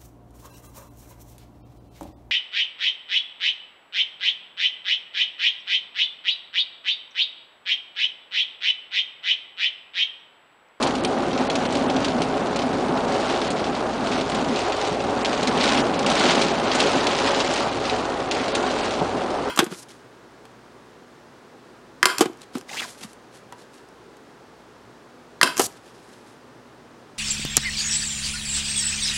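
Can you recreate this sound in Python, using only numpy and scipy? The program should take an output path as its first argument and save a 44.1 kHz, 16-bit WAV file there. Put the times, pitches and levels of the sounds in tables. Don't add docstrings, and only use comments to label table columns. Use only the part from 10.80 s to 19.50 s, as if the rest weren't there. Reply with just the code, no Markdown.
import sys
import numpy as np
from scipy import signal
from scipy.fft import rfft, irfft, next_fast_len
from scipy.io import wavfile
from scipy.ndimage import uniform_filter1d

SR = 44100
rng = np.random.default_rng(int(sys.argv[2]) if len(sys.argv) > 2 else 0)


def int16_out(signal):
    q = np.round(np.clip(np.atleast_2d(signal).T, -1, 1) * 32767)
    wavfile.write(sys.argv[1], SR, q.astype(np.int16))


def linear_from_db(decibels):
    return 10 ** (np.asarray(decibels, float) / 20)


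N = 383669


def unit(x):
    return x / np.sqrt(np.mean(x ** 2))


def band(x, lo_hz, hi_hz):
    return signal.sosfilt(signal.butter(2, [lo_hz, hi_hz], "band", fs=SR, output="sos"), x)


def between(x, lo_hz, hi_hz, edge_hz=60):
    size = next_fast_len(len(x))
    hz = np.fft.rfftfreq(size, 1 / SR)
    rise = np.clip((hz - lo_hz) / edge_hz + 0.5, 0, 1)
    fall = np.clip((hi_hz - hz) / edge_hz + 0.5, 0, 1)
    return irfft(rfft(x, size) * rise * fall, size)[:len(x)]


def colour(x, table, modes=()):
    size = 2 ** 13
    hz = np.maximum(np.fft.rfftfreq(size, 1 / SR), 1)
    outline_hz, outline_db = np.transpose(table)
    db = np.interp(np.log(hz), np.log(outline_hz), outline_db)
    for f, width, lift_db in modes:
        db = db + lift_db / (1 + (2 * (hz - f) / width) ** 2)
    ceps = irfft(np.log(linear_from_db(db)))
    ceps[1:size // 2] *= 2
    ceps[size // 2 + 1:] = 0
    response = irfft(np.exp(rfft(ceps)))
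    return signal.fftconvolve(x, response / np.sqrt(np.sum(response ** 2)))[:N]


def fade(x, t60):
    return signal.lfilter([1], [1, -np.exp(-np.log(1000) / (t60 * SR))], x)


def walk(rate):
    hold = int(SR / rate)
    levels = np.repeat(rng.standard_normal(N // hold + 1), hold)
    return uniform_filter1d(levels, hold)[:N]


def read(table):
    s, *columns = np.transpose(table)
    return [np.interp(np.arange(N) / SR, s, column) for column in columns]


def patter(rate, spread_db, t60, cap_db=12):
    when, size, noise = rng.random(N), rng.exponential(size=N), rng.standard_normal(N)
    power = (when < rate / SR) * linear_from_db(2 * np.minimum(spread_db * size, cap_db))
    return unit(noise * np.sqrt(fade(power, t60 / 2)))


def ticks(rate, spread_db):
    when, size, sign = rng.random(N), rng.exponential(size=N), np.sign(rng.standard_normal(N))
    return unit((when < rate / SR) * sign * linear_from_db(np.minimum(spread_db * size, 15)))


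def mic_hiss():
    return linear_from_db(-57.5 + 1.5 * walk(3)) * unit(band(rng.standard_normal(N), 3500, 9000))


def buffet():
    return linear_from_db(-55 + 2.5 * walk(4)) * unit(band(rng.standard_normal(N), 20, 45))


# time in seconds, firing rate in Hz, level in dB.
ENGINE = [(0, 29.6, -60), (1.24, 29.5, -60), (1.5, 33, -64), (2.1, 29.5, -57), (2.83, 32.5, -56),
          (3.5, 30.5, -57), (4.2, 36.5, -56), (4.7, 41, -52), (4.99, 44, -46), (5.19, 46.5, -58),
          (5.47, 48.5, -59), (5.8, 46, -60), (6.06, 41, -53), (6.3, 36, -63), (6.83, 29.4, -61),
          (8.7, 29.4, -58)]


def engine():
    firing_hz, level_db = read(ENGINE)
    phase = 2 * np.pi * np.cumsum(firing_hz) / SR
    firing = linear_from_db(level_db) * (np.sin(phase) + linear_from_db(0.5) * np.sin(2 * phase))
    hum_hz, hum_db = 59.9, -47
    hum = linear_from_db(hum_db) * np.sin(2 * np.pi * hum_hz * np.arange(N) / SR)
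    return np.sqrt(2) * (firing + hum)


# time in seconds, peak level in dB.
WIPER = [(0.044, -18), (0.769, -26), (1.4, -13.5), (2.1, -17), (2.809, -21), (4.112, -16), (4.769, -19),
         (5.488, -15.5), (6.16, -17), (6.867, -19.5), (8.212, -11)]
# frequency in Hz, width in Hz, level in dB.
PANEL_MODES = [(160, 25, -4), (330, 50, -3), (420, 50, -1), (560, 60, -1), (730, 70, 0), (900, 90, 1)]


def wiper():
    blows = np.zeros(N)
    for s, db in WIPER:
        blows[int(s * SR)] += linear_from_db(db + 2)
        blows[int((s + 0.013) * SR)] -= linear_from_db(db - 2)
    t = np.arange(4096) / SR
    ring = np.zeros(len(t))
    for f, width, db in PANEL_MODES:
        ring += linear_from_db(db) * np.exp(-np.pi * width * t) * np.sin(2 * np.pi * f * t)
    soft_ring = ring * (1 - np.exp(-t / 0.003))
    return between(signal.fftconvolve(blows, soft_ring)[:N], 120, 1500)


LULL_SPRAY_DB = -41.5
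# peak time in seconds, spray in dB, rise in seconds, fall in seconds.
GUSTS = [(.05, -38, 0.14, 0.073), (.8, -41.5, 0.23, 0.29), (2.5, -36, .2, 0.21), (3.3, -37, 0.056, 0.15),
         (3.55, -38.5, 0.043, 0.17), (3.82, -36, 0.076, 0.094), (4.03, -34, 0.061, 0.097),
         (4.62, -35, 0.23, 0.16), (4.86, -26, 0.07, .12), (5.46, -26, 0.15, 0.2), (6.0, -27, 0.098, .15),
         (6.4, -29, 0.13, 0.24), (6.72, -32.5, 0.12, 0.18), (7.08, -37, 0.084, 0.16),
         (7.55, -37.5, 0.028, 0.13), (1.25, -37.5, .06, 0.05), (7.72, -37, 0.15, 0.2),
         (7.98, -34.5, 0.11, .2)]


def gusts():
    t = np.arange(N) / SR
    power = linear_from_db(2 * LULL_SPRAY_DB)
    for s, db, rise, fall in GUSTS:
        distance = np.abs((t - s) / np.where(t < s, rise, fall))
        power = power + linear_from_db(2 * db) * np.exp(-distance ** 2.09)
    return 10 * np.log10(power)


# frequency in Hz, density in dB per Hz.
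GLASS = [(300, -25), (1000, 0), (2000, -2.5), (3000, -3), (4200, -5), (5500, -9), (7000, -13), (9000, -22),
         (11000, -27.5)]


def spray(spray_db):
    mist = patter(1900, 2.0, 0.02) * linear_from_db(1.8 * walk(30))
    dull = band(patter(90, 4.2, 0.04), 1800, 4400)
    wide = patter(73, 1.4, 0.026)
    crisp = band(ticks(260, 4.5), 2200, 8000)
    wet = mist + linear_from_db(-3.5) * dull + linear_from_db(-9.5) * wide + linear_from_db(-3) * crisp
    return linear_from_db(spray_db + 2.5) * unit(colour(wet, GLASS))


# time in seconds, peak in dB, brightness in dB, splash t60 in seconds.
CRACKS = [(0.0255, -12, -17, 0.09), (0.0702, -13.5, -21, 0.041), (0.152, -20, -19, 0.06),
          (0.2374, -22, -8, 0.041), (0.248, -11.5, -16.5, 0.046), (0.6997, -12, -20, 0.042),
          (0.7537, -13.5, -20.5, 0.073), (0.9243, -21, -13, 0.06), (0.9517, -17, -18, 0.06),
          (1.2455, -15, -20, 0.1), (1.4184, -16, -15, 0.047), (1.7598, -18.5, -17.5, 0.099),
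          (2.7033, -24.5, -5, 0.082), (3.4974, -22, -14, 0.06), (3.5478, -21, -14, 0.049),
          (4.5296, -17.5, -22, 0.051), (4.6292, -16, -17, 0.067), (4.6732, -12.5, -19, 0.076),
          (4.9736, -12.5, -28, 0.084), (5.1917, -17, -17, 0.046), (5.2629, -10, -19, 0.074),
          (5.2999, -13.5, -11, 0.055), (5.6148, -13, -18, 0.11), (5.915, -10.5, -28, 0.056),
          (5.9497, -17, -11, 0.1), (6.0023, -6, -19.5, 0.044), (6.268, -8, -21, 0.051),
          (6.7362, -17, -13, 0.072), (7.5116, -12, -19, 0.082), (7.7506, -12, -16, 0.06)]
# time in seconds, peak in dB.
PATS = [(0.5307, -21), (0.576, -18.5), (0.853, -19), (1.0984, -17.5), (1.1632, -19), (1.282, -18.5),
        (1.7903, -17.5), (1.8195, -19.5), (2.173, -21), (2.3466, -22), (2.6155, -18), (2.8414, -20),
        (2.9505, -21.5), (3.32, -19), (3.4101, -19.5), (3.759, -16), (3.8037, -19.5), (3.9215, -16),
        (4.2023, -21), (4.4473, -11.5), (4.575, -22), (4.81, -11), (5.1383, -17), (5.4964, -9.5),
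        (5.7104, -22), (6.2068, -19), (6.3106, -14), (6.6023, -10.5), (7.0534, -16.5), (7.097, -16)]


def all_drops(spray_db):
    strays_per_s = 30
    place, size = rng.random((int(strays_per_s * N / SR), 2)).T
    stray_s = (np.arange(len(place)) + place) / strays_per_s
    stray_db = spray_db[(stray_s * SR).astype(int)] + 12 + 4.5 * (2 * size - 1)
    pats = [(s, db, -28, 0.07) for s, db in PATS]
    strays = [(s, db, -19, 0.035) for s, db in zip(stray_s, stray_db)]
    return list(CRACKS) + pats + strays


def fat_drops(drops):
    t = np.arange(4096) / SR
    noise = rng.standard_normal((len(drops), 3, len(t)))
    low, high = np.zeros(N + len(t)), np.zeros(N + len(t))
    for (s, db, bright_db, t60), (low_noise, high_noise, ragged) in zip(drops, noise):
        hold = np.exp(-(t / max(t60 / 8, 1e-3)) ** 1.4)
        tail = linear_from_db(-10 - 60 * t / 0.2)
        attack = np.minimum(t / 0.0007, 1)
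        shape = linear_from_db(db - 12) * attack * (hold + tail) * linear_from_db(5.3 * ragged)
        i = int(s * SR)
        low[i:i + len(t)] += shape * low_noise
        high[i:i + len(t)] += shape * high_noise * linear_from_db(bright_db + 15.5)
        low[i + 20] -= linear_from_db(db + 9)
        high[i + 20] -= linear_from_db(db + bright_db + 27)
    splashes = band(low[:N], 2200, 6600) + linear_from_db(5.5) * band(high[:N], 7000, 16000)
    return colour(splashes, GLASS)


# time in seconds, drumming in dB.
DOWNPOUR = [(0, -24.5), (.2, -25.5), (2.6, -25), (3.1, -26.5), (4.5, -26), (5.0, -23.5), (5.2, -25),
            (5.5, -22), (5.75, -24.5), (6.5, -24), (7.0, -27), (8.2, -26), (8.7, -26)]
# time in seconds, boom over drumming in dB.
SWING = [
    (0, -3),
    (2.6, -3.5),
    (3.75, -3),
    (3.9, -11.5),
    (4.1, -11.5),
    (4.25, -3.5),
    (6.1, -5.5),
    (6.5, -8.5),
    (8.7, -7.5),
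]


def downpour(spray_db):
    lift = spray_db - LULL_SPRAY_DB
    drum_db = read(DOWNPOUR)[0] + 0.066 * lift + 0.55 * walk(12)
    rattle_db = -7 + 0.16 * lift + 1.46 * walk(9)
    boom_db = read(SWING)[0] - 0.061 * lift + 1.4 * walk(6.4)
    return drum_db, rattle_db, boom_db


# frequency in Hz, density in dB per Hz.
ROOF = [(20, -35), (45, -26.5), (75, -21.5), (100, -15.5), (200, -9.5), (300, -9.5), (650, -4), (900, -8.5),
        (1500, -14.5), (1700, -20), (2600, -28.5), (4000, -43)]
# frequency in Hz, width in Hz, lift in dB.
CABIN = [(103, 12.5, 5), (150, 20, 2.5), (256.4, 89, 11), (357, 19, 6), (419.2, 26, 7), (553, 19.5, 5.5),
         (747, 12.7, 7), (807, 21, 5.5), (1110, 34, 1.5)]


def roof(drum_db, rattle_db, boom_db):
    body = unit(colour(patter(3000, 2.1, 0.036), ROOF, CABIN))
    upper = between(body, 826, 1900)
    boom = between(body, 130, 295)
    rumble = between(body, 5, 130, edge_hz=20)
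    drumming = body - rumble + (linear_from_db(rattle_db + 6.5) - 1) * upper + (linear_from_db(boom_db + 4) - 1) * boom
    return linear_from_db(drum_db + 2.0) * drumming + linear_from_db(-23.0) * rumble


def scene():
    spray_db = gusts()
    background = mic_hiss() + buffet() + engine() + wiper()
    glass = spray(spray_db) + fat_drops(all_drops(spray_db))
    return (background + glass + roof(*downpour(spray_db)))[None]


TREBLE_EDGES_HZ = [4900, 5600, 6400, 7600, 8900, 10300]
# start in seconds, low edge in Hz, high edge in Hz.
DROPOUTS = [(.21, 5300, 10000), (.255, 4650, 8200), (.676, 5000, 10300), (.868, 3450, 7700),
            (1.07, 3760, 7700), (2.683, 4500, 10100), (4.424, 3000, 6600), (5.02, 3300, 5700),
            (5.168, 5300, 8800), (7.724, 5000, 10000), (8.012, 4950, 7600)]


def starved(x):
    block = 512
    luck = rng.random((len(TREBLE_EDGES_HZ), N // block + 1))
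    out, top, spray_db = x.copy(), between(x, 4600, 11000, edge_hz=670), gusts()
    for lo_hz, hi_hz, chance in zip(TREBLE_EDGES_HZ[:-1], TREBLE_EDGES_HZ[1:], luck):
        thinned = np.repeat(chance < 0.12, block)[:N].astype(float)
        out -= 0.66 * uniform_filter1d(thinned, size=160) * between(x, lo_hz, hi_hz, edge_hz=400)
    placed = list(CRACKS) + list(PATS)
    for (s, db, *_), share in zip(placed, rng.random(len(placed))):
        i = int(s * SR)
        gap_s = (0.18 + 0.77 * share) * 0.018
        part = slice(max(i - int(gap_s * SR), 0), i)
        depth = np.clip((db - spray_db[i] - 20) / 7, 0, 0.88)
        out[part] -= depth * signal.windows.tukey(part.stop - part.start, 0.3) * top[part]
    dropout_s, dropout_db = 0.023, -12
    for s, lo_hz, hi_hz in DROPOUTS:
        part = slice(int(s * SR) - block, int((s + dropout_s) * SR) + block)
        gate = np.pad(signal.windows.tukey(part.stop - part.start - 2 * block, 0.2), block)
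        out[part] -= gate * (1 - linear_from_db(dropout_db)) * between(out[part], lo_hz, hi_hz, edge_hz=340)
    return out


def top_cut(x):
    return signal.sosfilt(signal.butter(12, 11000, fs=SR, output="sos"), x)


def record(dry):
    x = starved(dry[0])
    top_hz = 10060
    main = between(x, 5, top_hz, edge_hz=200)
    residue = linear_from_db(-46) * between(x, top_hz, 11000, edge_hz=300)
    mix = (main + residue)[None]
    return top_cut(mix)


dry = scene()
out = record(dry)
int16_out(out)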